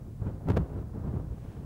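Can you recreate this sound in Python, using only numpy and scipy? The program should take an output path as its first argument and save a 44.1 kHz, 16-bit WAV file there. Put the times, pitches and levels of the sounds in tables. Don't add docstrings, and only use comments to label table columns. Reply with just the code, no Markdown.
import sys
import numpy as np
from scipy import signal
from scipy.fft import rfft, irfft
from scipy.io import wavfile

SR = 44100
rng = np.random.default_rng(int(sys.argv[2]) if len(sys.argv) > 2 else 0)


def wav_out(sig):
    wavfile.write(sys.argv[1], SR, np.round(np.clip(np.atleast_2d(sig).T, -1, 1) * 32767).astype(np.int16))


N = 72765
T = np.arange(N) / SR


def wind():
    # t/s, flutter level/dB, buffeting level/dB (both before their trims)
    gusts = [(0, -57.5, -46.5), (.08, -56, -45), (.175, -64.5, -46.5), (.205, -57, -36), (.222, -52, -43.5),
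             (.265, -40.5, -31), (.33, -50.5, -37), (.405, -54, -42.5), (.45, -49.5, -38.5),
             (0.482, -40.5, -24), (.535, -39, -23), (.555, -41, -27.5), (.58, -38.5, -25.5),
             (0.636, -44.5, -30), (0.673, -49, -49), (.785, -43.5, -31), (0.834, -50.5, -41),
             (.915, -55.5, -41.5), (0.959, -47.5, -34.5), (1.025, -49, -38), (1.081, -43.5, -30),
             (1.11, -47, -35), (1.165, -45, -32.5), (1.21, -47, -35.5), (1.28, -55, -40), (1.33, -51, -40),
             (1.4, -57.5, -45.5), (1.46, -51.5, -39.5), (1.535, -53, -49.5), (1.58, -50, -37.5),
             (1.65, -51, -40.5)]
    # f/Hz, relative level/dB
    buffet_spectrum = [(15, -20), (30, -31), (55, 0.5), (80, -0.5), (110, -0.5), (170, -7), (250, -14.5),
                       (400, -33), (900, -75)]
    flutter_spectrum = [(90, -17), (180, -0.5), (280, 1.5), (420, -2.5), (650, -10), (1000, -16.5),
                        (1500, -24), (2200, -38.5), (4000, -59), (9000, -88)]
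    rasp_spectrum = [(400, -23), (900, 0.5), (1400, -8), (2400, -14.5), (4300, -24), (7000, -43)]
    buffet_trim_db, flutter_trim_db = -.5, 2
    times, flutter_levels, buffet_levels = np.transpose(gusts)
    gust_db = np.interp(T, times, flutter_levels)
    buffet_db = np.interp(T, times, buffet_levels) + buffet_trim_db
    flutter_db = gust_db + flutter_trim_db
    rasp_db = -58.5 + 1.53 * (gust_db + 40.5)
    buffet = gain_of(buffet_db) * turbulence(buffet_spectrum, lump_db=3.5, steady_hz=20.4)
    flutter = gain_of(flutter_db) * turbulence(flutter_spectrum, lump_db=2.5, steady_hz=21)
    rasp = gain_of(rasp_db) * turbulence(rasp_spectrum, lump_db=1.5, steady_hz=18)
    return buffet + flutter + rasp


def thumps():
    # t/s, push peak/dB, push width/s, puff level/dB
    eddies = [(0.083, -34.5, 0.0014, -56), (.221, -22, 0.0035, -45), (.270, -21, 0.0045, -43),
              (0.48, -17.5, 0.0027, -45), (0.491, -19, 0.003, -34), (.536, -18, 0.00221, -45),
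              (0.769, -30, 0.0022, -53), (.961, -31.5, 0.0015, -53.5), (1.071, -27, 0.0017, -60),
              (1.140, -26, 0.0019, -51), (1.170, -22, 0.00365, -45), (1.313, -30, 0.0043, -58)]
    # f/Hz, relative level/dB
    puff_spectrum = [(150, -18), (350, 4.5), (900, -7), (1500, -17), (2500, -35), (4200, -50), (7000, -56)]
    rise_s, fall_s = .0059, .01
    air = noise(puff_spectrum)
    pressure = np.zeros(N)
    for at, push_db, width, puff_db in eddies:
        offset = (T - at) / width
        push = (1 - 2 * offset ** 2) * np.exp(-offset ** 2)
        puff = air * np.exp(-abs(T - at) / np.where(T < at, rise_s, fall_s))
        pressure += gain_of(push_db) * push + gain_of(puff_db) * puff
    return pressure


def crackle():
    # t/s, level/dB (before the trim), width/s, +1 push or -1 pull
    snaps = [(.4869, -19, .0008, 1), (.4884, -25, .0003, 1), (.5000, -28, .00015, -1),
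             (.5019, -20, .0006, -1), (.5034, -17, .0004, 1), (.5057, -22, .0004, 1),
             (.5074, -19, .0008, -1), (.5139, -25, .0007, 1), (.5197, -28, .0002, -1),
             (.5646, -29, .00025, -1), (.5681, -17, .0008, 1), (.5709, -19, .0003, 1),
             (.5719, -11, .0008, -1), (.5737, -18, .0005, -1), (.5763, -14, .0007, -1),
             (.5780, -20, .0005, -1)]
    trim_db, low_cut_hz = 3.5, 241
    cusps = np.zeros(N)
    for at, level_db, width, polarity in snaps:
        cusp = np.exp(-abs(T - at) / width)
        jump = 1 - .031 * np.sign(T - at)
        cusps += polarity * gain_of(level_db) * cusp * jump
    return gain_of(trim_db) * (cusps - smooth(cusps, low_cut_hz))


def eruption():
    # f/Hz, relative level/dB
    roar_spectrum = [(20, -19), (45, -1), (70, -0.5), (150, -3), (400, -27.5), (1000, -35.5), (2000, -46),
                     (4000, -60)]
    spray_spectrum = [(600, -18), (1500, 6.5), (2800, 0.5), (5000, -8), (9000, -11), (15000, -30)]
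    peak_s, width_s = 1.508, .17
    swell = np.exp(-((T - peak_s) / width_s) ** 2)
    roar = gain_of(-44.5) * noise(roar_spectrum)
    spray = gain_of(-68.5) * swell * noise(spray_spectrum)
    return roar + spray


def camera():
    # f/Hz, relative level/dB
    hiss_spectrum = [(100, -5), (2000, 3), (4000, 3.5), (8000, 3), (15500, -0.5)]
    whine_hz, whine_rms_db = 15625, -87
    hiss = gain_of(-72) * noise(hiss_spectrum)
    whine = gain_of(whine_rms_db) * np.sqrt(2) * np.sin(2 * np.pi * whine_hz * T)
    return hiss + whine


def turbulence(spectrum, lump_db, steady_hz, eddy_hz=62):
    air = noise(spectrum)
    eddies = unit_rms(smooth(rng.standard_normal(N), eddy_hz))
    lumpy = air * gain_of(lump_db * eddies)
    slow_power = abs(smooth(lumpy ** 2, steady_hz))
    return lumpy / np.sqrt(slow_power + 1e-9)


def noise(spectrum):
    hz, db = np.transpose(spectrum)
    bins_hz = np.fft.rfftfreq(N, 1 / SR)
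    colour = gain_of(np.interp(np.log(bins_hz + 1), np.log(hz), db))
    return unit_rms(irfft(rfft(rng.standard_normal(N)) * colour, N))


def smooth(x, hz):
    return irfft(rfft(x) * np.exp(-(np.fft.rfftfreq(N, 1 / SR) / hz) ** 2), N)


def unit_rms(x):
    return x / np.sqrt(np.mean(x ** 2) + 1e-20)


def gain_of(db):
    return 10 ** (np.asarray(db) / 20)


def scene():
    return (wind() + thumps() + crackle() + eruption() + camera())[None]


def record(dry):
    cutoff_hz = 15830
    low_pass = signal.firwin(1023, cutoff_hz, window=("kaiser", 9), fs=SR)
    return signal.oaconvolve(dry, low_pass[None], "same")


dry = scene()
out = record(dry)
wav_out(out)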